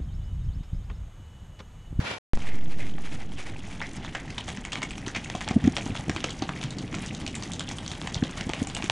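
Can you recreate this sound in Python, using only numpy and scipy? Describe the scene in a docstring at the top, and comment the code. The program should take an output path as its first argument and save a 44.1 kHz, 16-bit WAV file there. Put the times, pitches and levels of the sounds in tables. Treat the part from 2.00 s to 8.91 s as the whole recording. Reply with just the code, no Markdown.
"""Hooves clack and scuff along a concrete lane, with hollow thuds as small horses step onto a stable sill.
A short rush of noise in an echoing corridor comes first, then a silence and the thump of the input waking.
Hooves are uneven blows through broad resonances; thuds are sine pushes with a rough ring.
Delays between walls throw the near hooves back; coloured noise makes the far herd, rumble and corridor."""
import sys
import numpy as np
from scipy import signal
from scipy.fft import rfft, irfft, next_fast_len
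from scipy.io import wavfile

SR = 44100
rng = np.random.default_rng(int(sys.argv[2]) if len(sys.argv) > 2 else 0)


def wrap_up_sound(samples):
    """Save the sound to the file named by the first command line argument, as 16-bit audio."""
    columns = np.atleast_2d(samples).T
    # keep every value between -1 and 1, then stretch to whole-number steps
    tamed = np.clip(columns, -1, 1)
    steps = np.round(tamed * 32767).astype(np.int16)
    wavfile.write(sys.argv[1], SR, steps)


N = 304951

# far herd spectrum, shape only: (frequency [Hz], density [dB per Hz])
HERD_SPECTRUM = [(240, -38), (400, -1.5), (763, 0), (1420, -3), (2220, -4), (3250, -6), (4300, -11),
                 (6560, -13), (10600, -21), (11500, -3), (22000, -120)]

CORRIDOR_END_S, SWITCH_ON_S = .1835, .3344


def from_db(db):
    """Decibels to gain."""
    return 10 ** (np.asarray(db) / 20)


def rms_one(x):
    """Scale to rms 1."""
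    return x / np.sqrt(np.mean(x ** 2) + 1e-20)


def in_time(rows):
    """Interpolate table columns at every sample."""
    s, *columns = np.transpose(rows)
    return [np.interp(np.arange(N) / SR, s, c) for c in columns]


def drift(corner_hz):
    """Slow noise of rms 1: two equal poles at corner_hz, run at SR / 40 and interpolated."""
    step, settle = 40, 2000
    r = np.exp(-2 * np.pi * corner_hz * step / SR)
    noise = rng.standard_normal(N // step + settle + 2)
    slow = signal.lfilter([1], [1, -2 * r, r * r], noise)[settle:]
    return np.interp(np.arange(N) / step, np.arange(len(slow)), rms_one(slow))


def resonate(x, hz, width_hz):
    """One two-pole resonance, gain near 1 on top."""
    r = np.exp(-np.pi * width_hz / SR)
    zeros = (1 - r * r) / 2 * np.array([1, 0, -1])
    poles = [1, -2 * r * np.cos(2 * np.pi * hz / SR), r * r]
    return signal.lfilter(zeros, poles, x)


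def body(force, hz, width_hz):
    """Two resonances in series, the second twice as wide: steeper skirts."""
    return resonate(resonate(force, hz, width_hz), hz, 2 * width_hz)


def high_pass(x, hz):
    """Cut the bass with a fourth-order slope."""
    return signal.sosfilt(signal.butter(4, hz, "high", fs=SR, output="sos"), x)


def bump(t, rise_ms, fall_ms):
    """Swell with its top at t = 0, 6 dB down after the rise and fall times."""
    return .5 ** ((1000 * t / np.where(t < 0, rise_ms, fall_ms)) ** 2)


def add(out, s, sound):
    """Mix a sound in at time s."""
    i = round(s * SR)
    out[i:i + len(sound)] += sound[:N - i]


def coloured(x, spectrum):
    """Filter a signal by a spectrum table, log-interpolated in frequency; rms 1."""
    size = next_fast_len(N)
    hz = np.arange(1, size // 2 + 2) * SR / size
    table_hz, level_db = np.transpose(spectrum)
    gain = from_db(np.interp(np.log(hz), np.log(table_hz), level_db, left=-90, right=-90))
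    return rms_one(irfft(rfft(x, size) * gain, size)[:N])


def rumble(level_db):
    """Wavering low noise over a steady deep hum of the yard, itself noise."""
    # low rumble, shape only: (frequency [Hz], density [dB per Hz])
    low_spectrum = [(53, -27), (90, -0.5), (163, 0.5), (296, -4), (447, -15.5), (600, -19), (780, -20.5),
                    (1320, -120)]
    # deep hum, shape only: (frequency [Hz], density [dB per Hz])
    deep_spectrum = [(13, -40), (22, -2), (100, -7), (130, -26), (220, -120)]
    waver_db, waver_hz, deep_db = 1.5, 16, -44.5
    low = coloured(rng.standard_normal(N), low_spectrum)
    deep = coloured(rng.standard_normal(N), deep_spectrum)
    return from_db(level_db + waver_db * drift(waver_hz)) * low + from_db(deep_db) * deep


def flicker(x):
    """Treble above each edge gets its own drifting level."""
    # flickering bands: (lower edge [Hz], drift [dB rms], drift corner [Hz])
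    treble_bands = [(3800, 3, 51), (7100, 4.5, 50)]
    for hz, db, corner_hz in treble_bands:
        treble = signal.sosfiltfilt(signal.butter(2, hz, "high", fs=SR, output="sos"), x)
        x = x + (from_db(db * drift(corner_hz)) - 1) * treble
    return rms_one(x)


def far_herd(level_db):
    """Steps too far to tell apart: random ticks in several bands over a noise wash, level lumpy."""
    # tick resonances, each favouring one hoof resonance: centre [Hz]
    tick_bands_hz = [800, 2000, 3200, 6500]
    ticks_per_s_per_band, tail_s, tick_share = 90, 0.0017, 0.41
    lump_db, lump_hz = 1.4, 14  # steps bunch up
    r, ticks = np.exp(-1 / (tail_s * SR)), 0
    for hz in tick_bands_hz:
        strikes = rng.random(N) < ticks_per_s_per_band / SR
        steps = strikes * from_db(2.5 * rng.standard_normal(N))
        puffs = rms_one(signal.lfilter([1], [1, -r], steps + 1e-18))
        ticks = ticks + resonate(puffs * rng.standard_normal(N), hz, 0.23 * hz)
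    mix = tick_share * rms_one(ticks) + (1 - tick_share) * rng.standard_normal(N)
    wash = flicker(coloured(mix, HERD_SPECTRUM))
    return from_db(level_db + lump_db * drift(lump_hz)) * wash


def far_steps():
    """Steps down the lane blurred by the walls: noise puffs in herd colour plus a clack resonance."""
    # distant steps: (time [s], puff level [dB])
    puffs = [(0.418, -46), (0.476, -44.5), (0.713, -46), (0.801, -43), (0.862, -47.5), (1.054, -42),
             (1.129, -42.5), (1.205, -48), (1.393, -40), (1.471, -42), (1.64, -56), (1.714, -46.5),
             (4.569, -47.5), (5.028, -44), (6.38, -41.5), (6.57, -46)]
    rise_ms, fall_ms, clack_hz, clack_width_hz = 13.2, 31.5, 2200, 650
    swell, lead_s = np.zeros(N), .04
    puff = bump(np.arange(6000) / SR - lead_s, rise_ms, fall_ms)
    for s, db in puffs:
        add(swell, s - lead_s, from_db(db) * puff)
    clack = rms_one(resonate(rng.standard_normal(N), clack_hz, clack_width_hz))
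    grain = from_db(2.9 * drift(220))  # many small echoes in each puff
    wash = coloured(rng.standard_normal(N), HERD_SPECTRUM)
    return swell * grain * rms_one(wash + 1.1 * clack)


def ringing():
    """Hard far clacks leave the lane ringing: narrow-band noise with exponential fades."""
    # lane rings: (time [s], level before fade [dB], pitch [Hz], fade time constant [s])
    tones = [(.469, -43, 2110, 0.071), (.803, -38, 1980, 0.02), (1.818, -34.5, 2060, 0.032),
             (2.153, -39, 1960, 0.041), (3.158, -31, 2070, 0.016), (3.49, -34, 1930, 0.017)]
    width_hz = 450
    out, t = np.zeros(N), np.arange(9000) / SR
    for s, db, hz, fade_s in tones:
        tone = rms_one(body(rng.standard_normal(len(t)), hz, width_hz))
        add(out, s, from_db(db) * np.exp(-t / fade_s) * tone)
    return out


def scrape():
    """Broad friction noise with narrow squeaks of drifting level."""
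    # squeaks in the scrape: (pitch [Hz], level re friction before drift [dB])
    squeaks = [(950, -15.5), (1450, -7), (1900, -9), (2320, -4)]
    friction_hz, friction_width_hz, squeak_width_hz = 2700, 1330, 65
    notes = np.zeros(N)
    for hz, db in squeaks:
        level = from_db(db + 4.0 * drift(30))
        notes += level * rms_one(body(rng.standard_normal(N), hz, squeak_width_hz))
    friction = rms_one(body(rng.standard_normal(N), friction_hz, friction_width_hz))
    return rms_one(friction + notes)


def corridor():
    """Wide noise wash over a mono boom, with a brighter scrape swelling inside it."""
    # corridor levels: (time [s], rush [dB], scrape [dB], boom [dB]); rush and scrape drift further
    levels = [(0, -40.5, -64, -31.5), (.036, -41, -55, -42), (.054, -36.5, -41, -33), (.07, -39, -35, -52),
              (.098, -39.5, -41.5, -49), (.112, -36.5, -37, -40), (.126, -39, -42, -44),
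              (.14, -39, -40.5, -49), (.18, -45, -51, -51)]
    # rush spectrum, shape only: (frequency [Hz], density [dB per Hz])
    rush_spectrum = [(100, -30), (250, -8.5), (900, -10.5), (2280, -15.5), (5900, -26.5), (8030, -32),
                     (8670, -67.5), (10600, -25.5), (11500, -44), (22000, -120)]
    side_db, wide_from_hz, boom_hz, boom_width_hz = -2.5, 290, 89, 57
    rush_db, scrape_db, boom_db = in_time(levels)

    def wash():
        rush = from_db(rush_db) * coloured(rng.standard_normal(N), rush_spectrum)
        return rush + from_db(scrape_db) * scrape()

    mid = wash()
    side = from_db(side_db) * high_pass(wash(), wide_from_hz)
    boom = from_db(boom_db) * rms_one(body(rng.standard_normal(N), boom_hz, boom_width_hz))
    return from_db(0.93 * drift(25)) * (mid + side * [[1], [-1]]) + boom


def walls(x):
    """Early slaps, then dulled feedback delays between buildings, other lengths each side; mid, side."""
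    # near-wall slaps: (delay [s], gain [dB])
    slaps = [(.0077, -20.5), (0.0195, -15.5), (0.0309, -20.5)]
    t60_s, dull_above_hz, tail_db = 0.18, 4500, -15  # decay time before dulling
    out, dull = np.zeros((2, N)), np.exp(-2 * np.pi * dull_above_hz / SR)
    for k, lag in enumerate((rng.uniform(0.011, 0.031, 12) * SR).astype(int)):
        loop, gain, state = x.copy(), from_db(-60 * lag / SR / t60_s), [0.]
        for i in range(lag, N, lag):
            back, state = signal.lfilter([gain * (1 - dull)], [1, -dull], loop[i - lag:i], zi=state)
            loop[i:i + lag] += back[:N - i]
        out[k % 2] += (loop - x) * (-1) ** (k // 2)
    early = np.zeros(N)
    for delay_s, db in slaps:
        add(early, delay_s, from_db(db) * x)
    return early + from_db(tail_db) * (out[0] + out[1]), from_db(tail_db) * (out[0] - out[1])


def taps():
    """Light toe taps of the horses behind: a noise click rings one resonance over a faint broad edge."""
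    # toe taps: (time [s], peak level [dB], pitch [Hz])
    clicks = [(0.4184, -37, 2580), (0.469, -30.5, 1980), (0.983, -32, 1670), (1.564, -32.5, 2370),
              (1.8044, -28, 2480), (2.064, -31.5, 3100), (2.0794, -30, 1980), (2.09, -33.5, 2200),
              (2.4096, -29, 3020), (2.7806, -33, 2930), (3.26, -29, 1930), (3.3397, -30, 2370),
              (3.4457, -31, 2970), (3.65, -29, 1850), (3.679, -32, 1760), (3.809, -27, 2370),
              (3.8235, -29, 2540), (3.9056, -32, 2330), (4.2866, -27, 2410), (4.536, -31, 2280),
              (4.562, -29, 2000), (5, -32, 1680), (5.007, -36, 2410), (5.086, -33, 3550),
              (5.092, -31.5, 2930), (5.1094, -28.5, 2200), (5.3442, -27.5, 2200), (5.6827, -30, 2830),
              (6.1787, -30, 2930), (6.2245, -26, 1780), (6.2493, -29, 3430), (6.422, -30, 1980),
              (6.5797, -36, 2800), (6.76, -29, 2860)]
    width_hz, half_ms, edge_db = 630, 1, -16
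    out, lead_s = np.zeros(N), .003
    t = np.arange(600) / SR - lead_s
    for s, db, hz in clicks:
        force = bump(t, half_ms, half_ms) * rng.standard_normal(len(t))
        ring = rms_one(body(force, hz, width_hz)) + from_db(edge_db) * rms_one(force)
        add(out, s - lead_s, from_db(db) * ring / np.abs(ring).max())
    return out


def knocks():
    """Woody knocks of a hoof set down flat: two decaying sine modes, the upper weaker."""
    # flat knocks: (time [s], starting level of lower mode [dB], its pitch [Hz])
    strikes = [(.983, -37, 806), (1.805, -33, 940), (2.483, -31, 760), (3.35, -22.5, 724),
               (3.477, -30, 870), (3.510, -23.5, 750), (3.782, -26, 690), (3.996, -31.5, 820),
               (4.096, -27.5, 740), (4.243, -24.5, 490), (4.422, -24.5, 784), (4.430, -31, 905),
               (4.490, -34, 1130), (4.4995, -42, 1010), (6.231, -29, 530), (6.493, -28, 856),
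               (6.671, -31.5, 790)]
    t60_s, upper_ratio, upper_db = .036, 1.45, -8
    out, t = np.zeros(N), np.arange(3000) / SR
    for s, db, hz in strikes:
        turn = 2 * np.pi * hz * t
        modes = np.sin(turn) + from_db(upper_db) * np.sin(upper_ratio * turn)
        add(out, s, from_db(db - 60 * t / t60_s) * modes)
    return out


def thuds():
    """Weight landing on the hollow sill: a swelling sine push, ground response, after-swing, rough ring."""
    # landings: (time [s], push level [dB], pitch [Hz], length re usual [ratio])
    landings = [(1.981, -30, 155, 1.3), (2.501, -29, 173, 1.2), (2.586, -29.5, 213, 1.5),
                (2.839, -28, 244, 0.91), (3.075, -24.5, 265, 1), (3.169, -27, 215, 0.64),
                (3.354, -24, 192, 1.5), (3.5123, -16, 227, 1.1), (3.5668, -7.5, 220, 1.85),
                (3.5752, -18.5, 200, .9), (3.6428, -15.5, 202, 1.1), (3.6549, -14, 206, 1.8),
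                (3.6785, -6.5, 256, 1.87), (3.864, -22, 264, 1.1), (3.9015, -20.5, 153, 0.81),
                (3.9234, -27, 107, 2), (3.998, -25.5, 124, 1), (4.083, -18, 186, 0.52),
                (4.097, -16.5, 222, 0.99), (4.1096, -22, 170, 0.57), (4.1643, -23.5, 325, 0.5),
                (4.2484, -23, 377, 1), (4.425, -19, 308, 1.6), (4.495, -25, 153, 1.1),
                (4.502, -28, 246, 0.89), (4.656, -28.5, 133, 3), (6.1677, -21.5, 122, 1.2),
                (6.2288, -11, 245, 1.4), (6.414, -27.5, 201, 1), (6.4694, -22, 212, 0.78),
                (6.496, -23.5, 328, 1.8), (6.6207, -15.5, 244, 1.6), (6.842, -23, 282, 1.1)]
    rise_cycles, fall_cycles = 0.47, 0.45  # to -6 dB at length 1
    overtone_ratio, overtone_db = 2.98, -24
    ground_ratio, ground_db, ground_stretch = 0.402, -15, 3.2  # lower and slower
    after_db, after_s = -20.5, 0.014  # the sill keeps swinging
    ring_db, ring_rise_s, ring_s = -9.5, 0.002, 0.0065
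    out, lead_s = np.zeros(N), .04
    t = np.arange(6000) / SR - lead_s
    for s, db, hz, length in landings:
        rise_ms = 1e3 * length * rise_cycles / hz
        fall_ms = 1e3 * length * fall_cycles / hz
        turn = 2 * np.pi * hz * t
        push = np.sin(turn) + from_db(overtone_db) * np.sin(overtone_ratio * turn)
        push *= bump(t, rise_ms, fall_ms)
        ground = bump(t / ground_stretch, rise_ms, fall_ms) * np.sin(ground_ratio * turn)
        after = np.clip(1e3 * t / fall_ms / 2, 0, 1) * np.exp(-t / after_s) * np.sin(turn)
        rough = rms_one(resonate(resonate(rng.standard_normal(len(t)), hz, 110), hz, 190))
        ring = rough * np.clip(t / ring_rise_s, 0, 1) * np.exp(-t / ring_s)
        thud = push + from_db(ground_db) * ground + from_db(after_db) * after + from_db(ring_db) * ring
        add(out, s - lead_s, from_db(db) * thud)
    return out


def hooves():
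    """Each contact: a noise blow with a click, then a scuff, ringing clack, clop and grit resonances."""
    # near contacts: (time [s], clack level [dB], clack pitch [Hz],
    #   brightness [dB, toe-first gritty + / flat dull -], blow fall to -6 dB [ms])
    contacts = [(1.8163, -30, 1700, -9, 0.8), (1.827, -39, 1990, 8, 0.67), (1.966, -42, 2020, 4, 0.84),
                (2.048, -34.5, 3220, -5, 1), (2.15, -30, 1820, -4, 4.1), (2.304, -36, 2190, 7, 0.89),
                (2.3809, -30, 3040, -2.5, 4.3), (2.481, -35, 2900, 1, 1.5), (2.488, -32.5, 2150, 2.5, 3.3),
                (2.502, -35, 3130, -5, 0.33), (2.5729, -29, 1770, -1.5, 0.55),
                (2.6511, -25.5, 2010, 2, 0.61), (2.7207, -34.5, 2730, 2.5, 4.8),
                (2.731, -27.5, 3400, 1, 2.5), (2.756, -29, 2270, -6.5, 1.3), (2.77, -39, 2440, -3, 0.83),
                (2.8197, -28, 2200, -4.5, 0.81), (2.829, -30, 2140, 2, 8.2), (2.9081, -29.5, 2240, 1, 0.87),
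                (2.9802, -33, 2420, 4.5, 0.66), (3.064, -35.5, 3100, -4.5, 3.3),
                (3.081, -27.5, 1680, 5.5, 0.54), (3.149, -31, 2410, -2, 4.5), (3.162, -30.5, 2200, 1, 6.4),
                (3.2448, -37, 2500, 8, 0.77), (3.3, -27, 2000, -1, 1.4), (3.352, -31.5, 3020, 2, 1.5),
                (3.3627, -39, 3010, 7, 0.62), (3.3884, -48, 3170, -1, 0.49), (3.4082, -28, 2270, -3, 0.52),
                (3.413, -25, 2060, -1, 0.55), (3.4781, -30.5, 2520, -12, 0.61),
                (3.4879, -24, 2390, 5, 0.52), (3.511, -29.5, 2200, -1, 1), (3.641, -33.5, 1770, 2, 1.6),
                (3.7457, -52, 2980, -4, 0.57), (3.767, -20, 2170, -0.5, 1.3), (3.7722, -28, 2220, -1, 1.9),
                (3.7829, -27, 3150, -5, 0.66), (3.8624, -40, 2600, -8, 1.1),
                (3.9527, -33.5, 1720, -13, 0.46), (3.965, -33, 2300, 3.5, 0.62),
                (3.974, -31.5, 3440, -2, .6), (4.096, -21.5, 1700, 2.5, 0.94),
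                (4.1632, -24, 2380, -3.5, 0.84), (4.168, -35, 3000, -2, 0.81), (4.205, -32, 2650, 2, 0.55),
                (4.2415, -23, 2610, 1, 4.3), (4.2935, -36, 3360, 0, 1), (4.3065, -31.5, 3380, 5, 1.3),
                (4.422, -29.5, 3720, 1, 1.1), (4.4297, -37.5, 2150, -3, 1.5),
                (4.492, -29.5, 1520, -12, 0.71), (4.6137, -33, 2950, -1, 1.1), (4.6289, -34, 2500, 0, 1.8),
                (4.639, -31.5, 3450, 1, 1.1), (4.7067, -34, 3580, 7.5, 0.67), (4.7853, -35, 3900, 4, 1.7),
                (4.9282, -35.5, 1880, -1.5, 0.82), (4.9429, -29, 2200, -2, 0.72),
                (4.9504, -36, 2230, 8.5, 1.9), (4.9707, -40, 3400, -2, .7), (4.9858, -32, 2220, -1, 0.49),
                (5.062, -38.5, 3200, 15, 0.49), (5.149, -34.5, 3420, 9, 0.83), (5.216, -43, 3370, 7, 0.77),
                (5.265, -28, 2560, 6.5, 0.68), (5.2776, -24, 2850, 2, 0.69), (5.3517, -37.5, 2380, 10, 3.2),
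                (5.425, -31, 3300, 0, 0.86), (5.436, -38, 2930, 9, 2.1), (5.519, -30, 3120, 8, 0.34),
                (5.5352, -30.5, 3620, 8, 0.77), (5.5955, -23.5, 3270, 7, 0.42),
                (5.6067, -34.5, 3200, -3.5, 2), (5.69, -30, 3420, 6, 0.69), (5.713, -31.5, 2200, -5.5, 1.6),
                (5.7844, -33, 3070, 1.5, 2.4), (5.863, -31.5, 3300, 0, 1.3), (5.879, -29.5, 3270, 11, 0.53),
                (5.9158, -28.5, 3300, 1.5, .55), (5.952, -38, 3200, -3, 0.64),
                (6.0158, -28, 2340, -4, 0.54), (6.0738, -25.5, 2120, -2, 1.54),
                (6.1449, -26.5, 3560, 9.5, 0.53), (6.156, -37, 2300, -7, 1.3),
                (6.237, -32.5, 3360, -1, 2.3), (6.295, -35.5, 2720, -4, 0.6), (6.3745, -32, 3270, -5, 0.59),
                (6.4098, -24.5, 1960, 0.5, 1), (6.4936, -28.5, 3260, 5.5, 0.6),
                (6.4989, -34, 2140, -5, 1.3), (6.535, -24.5, 2400, -3.5, 1.7), (6.672, -39, 1950, 11, 1.1),
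                (6.6997, -33, 3520, 1, 0.66), (6.749, -33, 2900, 12, 1.1), (6.767, -25, 2200, -3, 0.72),
                (6.8243, -27.5, 1850, -4, 1.1), (6.842, -33.5, 2200, 9.5, 1.4),
                (6.8987, -13, 2140, -3.5, 1.1), (6.9062, -49, 2380, -5, 0.66)]
    # click and scuff shares [gain] of clack, clop, grit
    snap_shares, scuff_shares = [1, 1, 0.42], [1, 1, 0.83]
    clop_hz, widths_hz = 645, (1340, 1000, 2250)
    grit_mid_hz, grit_spread = 6000, .13  # grit size varies by contact; spread in log frequency
    clop_re_clack_db, grit_re_clack_db, rise_ms = -5, -8, 0.59  # levels at brightness 0
    snap_db, snap_ms = 24, 1.5  # horn meets concrete; strongest in quick contacts
    scuff_db, scuff_s, touch_s = -12, 0.014, .0011  # dB at usual level and 1 ms; dust brushed after / before
    dryness, usual_db = 0.6, -34.5  # harder blows land squarely: less scuff per dB above usual
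    grain_db, grain_hz = 5.0, 250  # scuff stutters over grit
    clack_ring_width_hz, clack_ring_db = 300, -0.5
    out, lead_s = np.zeros(N), .015
    t = np.arange(2500) / SR - lead_s
    click = np.arange(len(t)) == round(lead_s * SR)
    drag = np.exp(np.where(t < 0, t / touch_s, -t / scuff_s))
    stutter = np.append(from_db(grain_db * drift(grain_hz)), np.ones(len(t)))
    for s, db, hz, bright_db, fall_ms in contacts:
        grit_hz = grit_mid_hz * np.exp(grit_spread * rng.standard_normal())
        levels_db = (0, clop_re_clack_db - bright_db, grit_re_clack_db + bright_db)
        blow = bump(t, rise_ms, fall_ms)
        snap = from_db(snap_db) * np.exp(-(rise_ms + fall_ms) / (2 * snap_ms)) * click
        # quick blows drag least
        scuff = from_db(scuff_db - dryness * (db - usual_db)) * np.sqrt(rise_ms + fall_ms)
        scuff = scuff * drag * stutter[round(s * SR):][:len(t)]
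        bands = zip((hz, clop_hz, grit_hz), widths_hz, levels_db, snap_shares, scuff_shares)
        for centre_hz, width_hz, level_db, snap_share, scuff_share in bands:
            blow_noise, scuff_noise = rng.standard_normal((2, len(t)))
            ring = body(snap_share * snap + blow * blow_noise, centre_hz, width_hz)
            # the hoof wall sings briefly on the clack note
            ring += from_db(clack_ring_db) * resonate(ring, hz, clack_ring_width_hz)
            ring *= np.sqrt(np.sum(blow ** 2) / np.sum(ring ** 2))  # same energy as the blow envelope
            ring += scuff_share * scuff * rms_one(body(scuff_noise, centre_hz, width_hz))
            add(out, s - lead_s, from_db(db + level_db) * ring)
    return out


def scene():
    """Corridor, silence, then the lane: nearly mono, a little wide in the treble."""
    # lane background: (time [s], far herd [dB], rumble [dB]); each level wavers further
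    lane_levels = [(0.5, -47.5, -41.5), (0.68, -52, -40.5), (1.87, -47.5, -42.5), (3.19, -46.5, -40.5),
                   (3.39, -44.5, -40), (3.66, -43.5, -36), (4.36, -45, -42), (4.77, -46.5, -36),
                   (6.5, -43.5, -41.5), (6.91, -42.5, -37.5)]
    hoof_top_hz, width_db, width_from_hz, side_lag_s = 9140, -26.5, 2000, .0006
    t = np.arange(N) / SR
    herd_db, rumble_db = in_time(lane_levels)
    low_pass = signal.butter(4, hoof_top_hz, fs=SR, output="sos")
    near = signal.sosfilt(low_pass, hooves() + taps() + knocks())
    echo_mid, echo_side = walls(near)
    background = rumble(rumble_db) + far_herd(herd_db) + far_steps() + ringing()
    mid = background + near + echo_mid + thuds()
    side = echo_side + np.roll(mid, round(side_lag_s * SR))  # a faint delayed copy widens the treble
    side = from_db(width_db) * high_pass(side, width_from_hz)
    lane = mid + side * [[1], [-1]]
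    return lane * (t > SWITCH_ON_S) + corridor() * (t < CORRIDOR_END_S)


def record(dry):
    """The input wakes with an offset that steps once and settles slowly; the top is cut."""
    # input offset terms: (height before smoothing [full scale], time constant [s])
    offset_terms = [(.45, .38), (-.56, .13)]
    step_height, step_s, edge_hz, cutoff_hz = -.11, .0395, 3000, 11600
    t = np.arange(N) / SR - SWITCH_ON_S
    offset = step_height * (t < step_s)
    for height, tau_s in offset_terms:
        offset = offset + height * np.exp(-np.maximum(t, 0) / tau_s)
    r = np.exp(-2 * np.pi * edge_hz / SR)
    offset = signal.lfilter([1 - r], [1, -r], offset * (t > 0))
    return signal.sosfilt(signal.cheby2(12, 50, cutoff_hz, fs=SR, output="sos"), dry + offset)


dry = scene()
out = record(dry)
wrap_up_sound(out)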